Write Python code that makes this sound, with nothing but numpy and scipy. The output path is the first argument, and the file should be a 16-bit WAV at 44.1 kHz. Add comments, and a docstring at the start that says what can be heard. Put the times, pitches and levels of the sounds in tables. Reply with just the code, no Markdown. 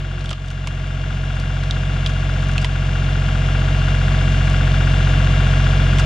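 """A three-cylinder diesel tractor runs throughout at steady revs: its exhaust is a sum of multiples of the
cycle rate, its block clatter a looped cycle of shaped noise, mostly to the left, and its gear and pump whines
are sines. At first it sounds soft and a pump hums, until a log gives way in sharp cracks (bursts of noise
through resonances). The engine sound then drops in level, climbs back, dips again after a later big split and
climbs to full. Splinters tear here and there, and near the end a thrown billet clacks onto the pile."""
import sys
import numpy as np
from scipy import signal
from scipy.fft import rfft, irfft
from scipy.io import wavfile
from scipy.ndimage import uniform_filter1d, map_coordinates

SR = 44100
rng = np.random.default_rng(int(sys.argv[2]) if len(sys.argv) > 2 else 0)


def pcm_store(signal):
    """Save signal as 16-bit PCM."""
    levels = np.round(np.clip(np.atleast_2d(signal), -1, 1) * 32767)
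    wavfile.write(sys.argv[1], SR, levels.astype(np.int16).T)


N = 267025

# Level of the tractor's sound as heard. Each row: start of a dip in seconds, gain it falls to (1 = full).
LEVEL_DIPS = [(0.334, 0.16), (2.65, 0.49)]
OPENING_GAIN = 0.31   # before the first dip
DIP_FALL_S = 0.015
REGAIN_FIRST_S, REGAIN_BEND = 0.29, 0.6   # gain won back in the first second; power of time it follows
CLATTER_FOLLOWS = 1.01   # dB of clatter and whine per dB of exhaust

CYCLE_HZ = 15.1257   # one cycle is two turns of the crank and three firings
FIRST_FIRING_S = -.0013

# Steady whines of gears and pump. Each row: frequency in Hz, mean level in dB at full tractor gain.
WHINE_TONES = [(363, -47), (499, -48), (635.2, -40), (650.4, -43), (726.7, -44.5), (832, -53),
               (1136, -46.5), (1633, -40), (2073, -48), (2223, -60.5), (2783, -37), (2826, -49.5),
               (2918, -50), (3042, -47), (3284, -52), (3585, -51.5)]

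# Knocks of injectors, combustion, pistons and valves in one engine cycle.
# Each row: place in firings (0-3), pitch in Hz, spread in octaves, relative level at its peak in dB.
ENGINE_KNOCKS = [(.03, 450, .3, 4), (.21, 3400, .2, 5), (.31, 2150, .22, 7), (.38, 350, .3, 4),
                 (.42, 1300, .25, 5), (.48, 650, .25, 6), (.6, 190, .3, 3), (.62, 1600, .5, 5),
                 (.68, 700, .2, 5), (.97, 400, .3, 4), (.98, 1400, .3, 2), (1.06, 680, .25, 4),
                 (1.17, 3500, .35, 8), (1.33, 480, .25, 5), (1.35, 1200, .3, 2), (1.6, 190, .3, 3),
                 (1.63, 3200, .8, -2), (1.78, 1100, .2, 0), (2.03, 720, .2, 4), (2.15, 1500, .3, 13),
                 (2.19, 3900, .4, 0), (2.33, 620, .2, 2), (2.35, 1500, .28, 12.5), (2.37, 3400, .25, 3),
                 (2.55, 700, .22, 9), (2.6, 190, .3, 3), (2.64, 1600, .45, 5.5), (2.93, 620, .35, 6)]
KNOCK_S = .0013   # time constant of a knock at 1500 Hz and above; lower ones last longer
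SMALL_CONTACTS_DB = -2   # the bed of small contacts between the knocks, on the scale of the knocks
# Spectrum of the clatter. Each row: frequency in Hz, relative level in dB per Hz.
CLATTER_SPECTRUM = [(25, -19), (60, -20), (110, -0.5), (170, 12.5), (205, 2), (240, 1), (310, -1),
                    (480, -4), (570, -6), (950, -6.5), (2300, -6.5), (3100, -8), (3550, -8.5), (4000, -14),
                    (7000, -19), (10300, -34.5), (11500, -43.5), (15500, -52)]
CLATTER_DB = -26.5
# Resonances of block and panels. Each row: frequency in Hz, width in Hz, lift in dB.
PANEL_RESONANCES = [(498, 40, 5), (670, 110, 5), (778, 71, 5), (1134, 64, 7.5), (1417, 140, 9.5),
                    (1664, 190, 6), (2290, 210, 2.5), (3305, 89, 4), (3470, 170, 3)]
# Share of the clatter's power that repeats every cycle. Each row: frequency in Hz, share (0-1).
REPEATING_SHARE = [(200, .03), (350, .42), (650, .78), (1000, .66), (1500, .88), (2200, .48), (3300, .5), (6000, .22)]
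LOOSE_BANDS_HZ = np.array([190, 380, 680, 1450, 2150, 3450, 6000])
# Direction of clatter and whines. Each row: frequency in Hz, left over right in dB.
PAN_BY_PITCH = [(60, 22), (89, -5.5), (130, 0.5), (200, -2), (290, 1.5), (440, -1), (650, 4.5), (970, 4.5),
                (1440, 8.5), (2140, 7.5), (3190, 5.5), (4740, 0), (7060, -2), (10500, 1)]
# Likeness of left and right clatter. Each row: frequency in Hz, likeness (1 = the same in both).
LEFT_RIGHT_LIKENESS = [(200, .999), (440, 0.96), (650, 0.71), (1400, 0.28), (2200, 0.77), (3200, 0.83),
                       (4700, 0.92), (7000, 1), (12000, 0.12)]
LEFT_LEAD_S = 4e-5   # reached at 6 kHz; there is none below 3 kHz

# Exhaust note. Each row: multiple of the cycle rate, relative level in dB.
EXHAUST_HARMONICS = [(2, -25.5), (3, 4.5), (4, -20), (5, -20), (6, 1.5), (7, -15.5), (8, -16), (9, 1),
                     (10, -8.5), (11, -27), (12, -14), (13, -20.5), (14, -21), (15, -16.5), (16, -30),
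                     (17, -28), (18, -25), (20, -29)]
EXHAUST_DB, EXHAUST_PAN_DB = -13, -.3
UNEVEN_PLACE = 2.44   # where in the cycle the cylinders' inequality shows, in firings

# Dry cracks of fibres parting. Each row: start in seconds, level in dB before the common trim,
# snap pitch in Hz, length in seconds, bright hiss in dB relative to the snap.
DRY_CRACKS = [(0.208, -33, 3840, .003, -18), (0.246, -35, 3600, .0012, -5), (.2585, -23, 3380, .0015, -13),
              (0.293, -19.5, 3150, .0014, -11), (.3057, -21, 3200, 0.00075, -5),
              (0.483, -32.5, 3470, .0017, -4), (0.5035, -32, 3220, .003, -5),
              (1.3993, -37, 4300, 0.0018, 6), (1.636, -25.5, 3760, .0014, -17),
              (1.7095, -12, 3630, 0.0017, -18), (2.062, -12.5, 3460, 0.003, -24),
              (2.072, -34, 4230, .002, 1), (2.5802, -8.5, 3000, 0.0012, -15), (2.618, -29, 4400, .002, -12),
              (2.626, -35, 4000, .0015, 0), (2.653, -31, 3600, 0.0017, -1)]
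# Clacks of pieces that break loose or land, and ring. Each row: start in seconds, level in dB before the
# common trim, snap pitch in Hz, length in seconds, pitch of the piece in Hz, then its ring and its bright
# hiss, both in dB relative to the snap.
RINGING_CLACKS = [(0.31, -19, 3050, 0.0013, 1200, -7, -11.5), (.312, -28, 3470, 0.0041, 620, 5.5, -17),
                  (0.33, -16.5, 2980, 0.0014, 1240, -2, -31), (.6728, -20.5, 3400, 0.0023, 1120, 2, -6),
                  (2.6455, -12, 3430, .0017, 1004, 0, -12.5), (5.985, -18, 3060, 0.0043, 1060, -1, -12),
                  (5.994, -28, 4400, .003, 1380, -2, -7), (5.997, -28, 4400, 0.0056, 1390, 8, -1)]
# Spells in which small splinters tear or scrape. Each row: start and end in seconds, mean level in dB
# before the common trim.
SPLINTER_SPELLS = [(.179, 0.313, -48), (0.412, 0.515, -48), (1.325, 1.426, -49), (2.08, 2.139, -46),
                   (2.41, 2.547, -46), (2.614, 2.638, -35), (4.452, 4.543, -38.5)]
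SPLINTERS_PER_S = 45
SPLINTER_HZ, SPLINTER_S, SPLINTER_SPREAD_DB, SPLINTER_HISS_DB = 4360, 0.001, 5.5, 8   # middle pitch, +/- spread
# Ring of a piece of log. Each row: multiple of its pitch, width in Hz, relative level in dB.
LOG_MODES = [(1, 90, 4), (1.45, 261, -7), (1.97, 280, 7)]
SNAP_SHARPNESS = 3.6   # pitch over width of a snapping fibre's ring
SNAP_OVERTONE, SNAP_OVERTONE_DB = 1.28, -13   # its second ring: multiple of the pitch, level
BOUNCE_DB, BOUNCE_S = -11, .005   # ground and splitter frame throw a crack back at once

CUTOFF_HZ = 15800


def from_db(db):
    """Amplitude gain is ten to the power of decibels over twenty."""
    return 10 ** (np.asarray(db) / 20)


def rms_one(x):
    """Normalization: the root of the mean square becomes one."""
    return x / np.sqrt(np.mean(x ** 2) + 1e-20)


def at_hz(points, hz):
    """Interpolation along a logarithmic frequency axis."""
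    f, value = np.transpose(points)
    return np.interp(np.log(np.maximum(hz, 1)), np.log(f), value)


def drift(rate):
    """Low-passed noise: a smooth random walk about zero, of rms 1, that changes about rate times a second."""
    f = np.fft.rfftfreq(N, 1 / SR)
    white = rfft(rng.standard_normal(N))
    return rms_one(irfft(white / (1 + (f / rate) ** 2) ** 2, N))


def resonate(x, hz, width_hz):
    """Simple resonance: a pole pair whose radius sets the width, with gain 1 on top."""
    r = np.exp(-np.pi * width_hz / SR)
    zeros = np.array([1, 0, -1]) * (1 - r * r) / 2
    poles = [1, -2 * r * np.cos(2 * np.pi * hz / SR), r * r]
    return signal.lfilter(zeros, poles, x)


def cut(x, hz, kind, order=2):
    """Butterworth filtering: a maximally flat pass band."""
    return signal.sosfilt(signal.butter(order, np.minimum(hz, SR / 2 - 1), kind, fs=SR, output="sos"), x)


def sides(pan_db):
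    """Level difference between the ears: left and right gains whose mean is 1; positive is left."""
    gains = from_db(np.array([[.5], [-.5]]) * pan_db)
    return gains / gains.mean(axis=0)


def swell():
    """Gain envelope of the tractor: a quick fall at each dip, then a power-law climb that slows until full."""
    t = np.arange(N) / SR
    gain = np.full(N, OPENING_GAIN)
    for s, low in LEVEL_DIPS:
        regained = REGAIN_FIRST_S * np.abs(t - s) ** REGAIN_BEND
        gain = np.where(t < s, gain, low + regained)
    return uniform_filter1d(np.minimum(gain, 1), max(1, round(DIP_FALL_S * SR)))


def crank(wander_s=5e-5, shake_s=2e-5):
    """Rotation as phase, in engine cycles run so far: the governor lets the crank stray only slightly."""
    t = np.arange(N) / SR - FIRST_FIRING_S
    return CYCLE_HZ * (t + wander_s * drift(3.0) + shake_s * drift(19))


def pump_hum(level_db=-50, hum_hz=356, waver_db=2.5):
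    """A pure tone under load: the hydraulic pump hums faintly until the log first gives way."""
    t = np.arange(N) / SR
    loaded = uniform_filter1d(1. * (t < LEVEL_DIPS[0][0]), max(1, round(DIP_FALL_S * SR)))
    level = np.sqrt(2) * from_db(level_db + waver_db * drift(12))
    return loaded * level * np.sin(2 * np.pi * hum_hz * t)


def whines(cycles, waver_db=1.5, stray=0.37):
    """Meshing tones: gear teeth and pump strokes follow whole multiples of the cycle, with a small phase stray (rad)."""
    out = 0
    for hz, db in WHINE_TONES:
        multiple = round(hz / CYCLE_HZ)
        angle = 2 * np.pi * multiple * cycles + rng.uniform(0, 2 * np.pi) + stray * drift(6.6)
        level = np.sqrt(2) * from_db(db + waver_db * drift(33))
        out = out + level * np.sin(angle) * sides(at_hz(PAN_BY_PITCH, hz))
    return out


def bell(hz, pitch_hz, octaves):
    """Gaussian spectrum: the share of a knock's sound that falls at a frequency."""
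    return np.exp(-(np.log2(np.maximum(hz, 1) / pitch_hz) / octaves) ** 2 / 2)


def knocking(turn, hz):
    """Addition of powers: strength near one pitch round the cycle (turn 0-1), knocks on a bed of small contacts."""
    power = from_db(SMALL_CONTACTS_DB) ** 2
    for place, pitch_hz, octaves, db in ENGINE_KNOCKS:
        away_s = ((turn - place / 3 + .5) % 1 - .5) / CYCLE_HZ
        length_s = KNOCK_S * np.sqrt(1500 / min(pitch_hz, 1500))
        pulse = np.exp(-(away_s / length_s) ** 2)
        power = power + from_db(db) ** 2 * bell(hz, pitch_hz, octaves) * pulse
    return rms_one(np.sqrt(power))


def looped_knocks(cycles):
    """Periodicity: one cycle of noise, shaped by band into knocks, evened in colour and repeated with the crank."""
    size = 2 * round(SR / CYCLE_HZ / 2)
    f = np.arange(size // 2 + 1) * CYCLE_HZ
    centres = np.geomspace(200, 12800, 13)
    shares = np.array([at_hz(np.c_[centres, one], f) for one in np.eye(len(centres))])
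    weights = np.sqrt(shares * shares.sum(axis=1, keepdims=True))   # wider bands carry more power
    strength = np.array([knocking(np.arange(size) / size, hz) for hz in centres])
    spectrum = np.exp(2j * np.pi * rng.random(len(f)))
    for _ in range(6):   # alternate between the wanted envelopes and an even spectrum
        bands = np.fft.ifft(spectrum * shares, size)
        band_power = uniform_filter1d(np.abs(bands) ** 2, size=45, mode="wrap")
        bands = bands * strength / np.sqrt(band_power + 1e-20)
        spectrum = (np.fft.fft(bands)[:, :len(f)] * weights).sum(axis=0)
        spectrum = spectrum / np.sqrt(uniform_filter1d(np.abs(spectrum) ** 2, size=5))
    spectrum[[round(hz / CYCLE_HZ) for hz, _ in WHINE_TONES]] = 0   # these multiples belong to the gears
    one_cycle = rms_one(irfft(spectrum))
    return map_coordinates(one_cycle, [cycles % 1 * size], order=3, mode="grid-wrap")


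def loose_rattle(cycles, hz, follows=0.36):
    """Amplitude modulation: each knock shakes up the loose rattle near one pitch, by a power of its strength."""
    turn = np.linspace(0, 1, 600)
    return rms_one(np.interp(cycles % 1, turn, knocking(turn, hz)) ** follows)


def clatter(cycles, uneven_db=.8):
    """Forced vibration: repeating knocks and loose rattle sound through the resonances of block and panels."""
    f = np.fft.rfftfreq(N, 1 / SR)
    repeating = np.clip(at_hz(REPEATING_SHARE, f), 0, 1)
    locked = rfft([looped_knocks(cycles), looped_knocks(cycles)] * from_db(uneven_db * drift(50)))
    white = rng.standard_normal((2, N))
    loose = 0
    for hz, share in zip(LOOSE_BANDS_HZ, np.eye(len(LOOSE_BANDS_HZ))):
        band = at_hz(np.c_[LOOSE_BANDS_HZ, share], f)
        loose = loose + rfft(white * loose_rattle(cycles, hz)) * band
    mid, side = np.sqrt(repeating) * locked + np.sqrt(1 - repeating) * loose
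    alike = np.clip(at_hz(LEFT_RIGHT_LIKENESS, f), 0, 1)
    pair = np.sqrt(1 + alike) * mid + np.sqrt(1 - alike) * side * [[1], [-1]]
    lead_s = LEFT_LEAD_S * np.clip(f / 3000 - 1, 0, 1)
    lead = np.exp(1j * np.pi * f * lead_s * [[1], [-1]])   # the treble reaches the left first
    lift_db = sum(db / (1 + (2 * (f - hz) / width) ** 2) for hz, width, db in PANEL_RESONANCES)
    colour = from_db(at_hz(CLATTER_SPECTRUM, f) + lift_db)
    out = irfft(pair * lead * colour * sides(at_hz(PAN_BY_PITCH, f)), N)
    return from_db(CLATTER_DB) * out / out.mean(axis=0).std()


def exhaust(cycles, uneven=0.014, jitter_s=1e-4, silencer_hz=145, silencer_width_hz=12):
    """Fourier series: every third multiple is the firing note; unequal cylinders fill in those between."""
    angle = 2 * np.pi * (cycles + CYCLE_HZ * jitter_s * drift(33))
    note = 0
    for k, db in EXHAUST_HARMONICS:
        hz = k * CYCLE_HZ
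        # above its resonance the silencer answers late
        lag = np.arctan2(hz * silencer_width_hz, silencer_hz ** 2 - hz ** 2)
        start = 2 * np.pi * UNEVEN_PLACE / 3 if k % 3 else 0
        note = note + from_db(db) * np.sin(k * (angle - start) - lag)
    return from_db(EXHAUST_DB) * rms_one(note) * (1 + uneven * drift(30))


def crack(snap_hz, length_s, hiss_db, piece_hz=900, ring_db=-18, scatter_db=-25, scatter_s=0.05, apart=0.14,
          hiss_low_hz=3700, hiss_top_hz=7000, air_db=-22, tearing_db=4.0):
    """Impulse excitation: a break and dying tearing ring the wood (a whole log hardly); the woodpile scatters a tail."""
    t = np.arange(SR // 10) / SR
    bounce = from_db(BOUNCE_DB) * np.exp(-t / BOUNCE_S) * (t > length_s)
    tearing = rng.standard_normal(len(t)) * (np.exp(-t / length_s) + bounce)
    first_break = rms_one(1. * (t == 0))
    fibres = from_db(tearing_db) * rms_one(tearing) + first_break
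    fibres = rms_one(fibres) * np.sqrt(length_s / t[-1])
    # noise that differs between left and right: in the break itself, and in the scattered tail
    spread = apart * (t < length_s) + from_db(scatter_db) * np.exp(-t / scatter_s)
    burst = fibres + spread * rng.standard_normal((2, len(t)))
    edges = snap_hz * (1 + np.array([-.5, .5]) / SNAP_SHARPNESS)
    overtone = rms_one(cut(burst, edges * SNAP_OVERTONE, "band"))
    snap = rms_one(cut(burst, edges, "band")) + from_db(SNAP_OVERTONE_DB) * overtone
    modes = sum(from_db(db) * rms_one(resonate(burst, k * piece_hz, width)) for k, width, db in LOG_MODES)
    ring = cut(modes, 4400, "low")
    bright = cut(burst, hiss_low_hz, "high")
    air = cut(bright, [9000, 13000], "band")
    hiss = cut(bright, hiss_top_hz, "low", order=4) + from_db(air_db) * air
    parts = rms_one(snap) + from_db(ring_db) * rms_one(ring) + from_db(hiss_db) * rms_one(hiss)
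    return parts * np.sqrt(length_s / t[-1])


def splinters():
    """Random point process: tiny cracks, loosely spaced through each spell, as (s, dB, pitch Hz)."""
    for start, end, db in SPLINTER_SPELLS:
        count = max(1, round((end - start) * SPLINTERS_PER_S))
        for k, (when, size, pitch) in enumerate(rng.random((count, 3))):
            s = start + (end - start) * (k + when) / count
            level_db = db + SPLINTER_SPREAD_DB * (2 * size - 1)
            yield s, level_db, SPLINTER_HZ * 2 ** ((pitch - .5) / 2)


def splitting(level_db=-5.0, pan_db=-4.0):
    """Superposition: cracks, clacks and splinters from splitter and pile add up, a little to the right."""
    breaks = [(s, db, crack(hz, length_s, hiss_db)) for s, db, hz, length_s, hiss_db in DRY_CRACKS]
    for s, db, hz, length_s, piece_hz, ring_db, hiss_db in RINGING_CLACKS:
        breaks.append((s, db, crack(hz, length_s, hiss_db, piece_hz, ring_db)))
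    breaks += [(s, db, crack(hz, SPLINTER_S, SPLINTER_HISS_DB)) for s, db, hz in splinters()]
    out = np.zeros((2, N))
    for s, db, sound in breaks:
        at = round(s * SR)
        out[:, at:at + sound.shape[1]] += from_db(db + level_db) * sound[:, :N - at]
    return out * sides(pan_db)


def scene():
    """Common drive: one crank times exhaust, clatter and whines; the pump hums and the wood cracks over them."""
    gain, cycles = swell(), crank()
    block = gain ** CLATTER_FOLLOWS * (clatter(cycles) + whines(cycles))
    tractor = gain * exhaust(cycles) * sides(EXHAUST_PAN_DB) + block
    return tractor + pump_hum() + splitting()


def record(dry):
    """Elliptic filtering: the top is cut steeply."""
    return signal.sosfilt(signal.ellip(10, .1, 80, CUTOFF_HZ, fs=SR, output="sos"), dry)


dry = scene()
out = record(dry)
pcm_store(out)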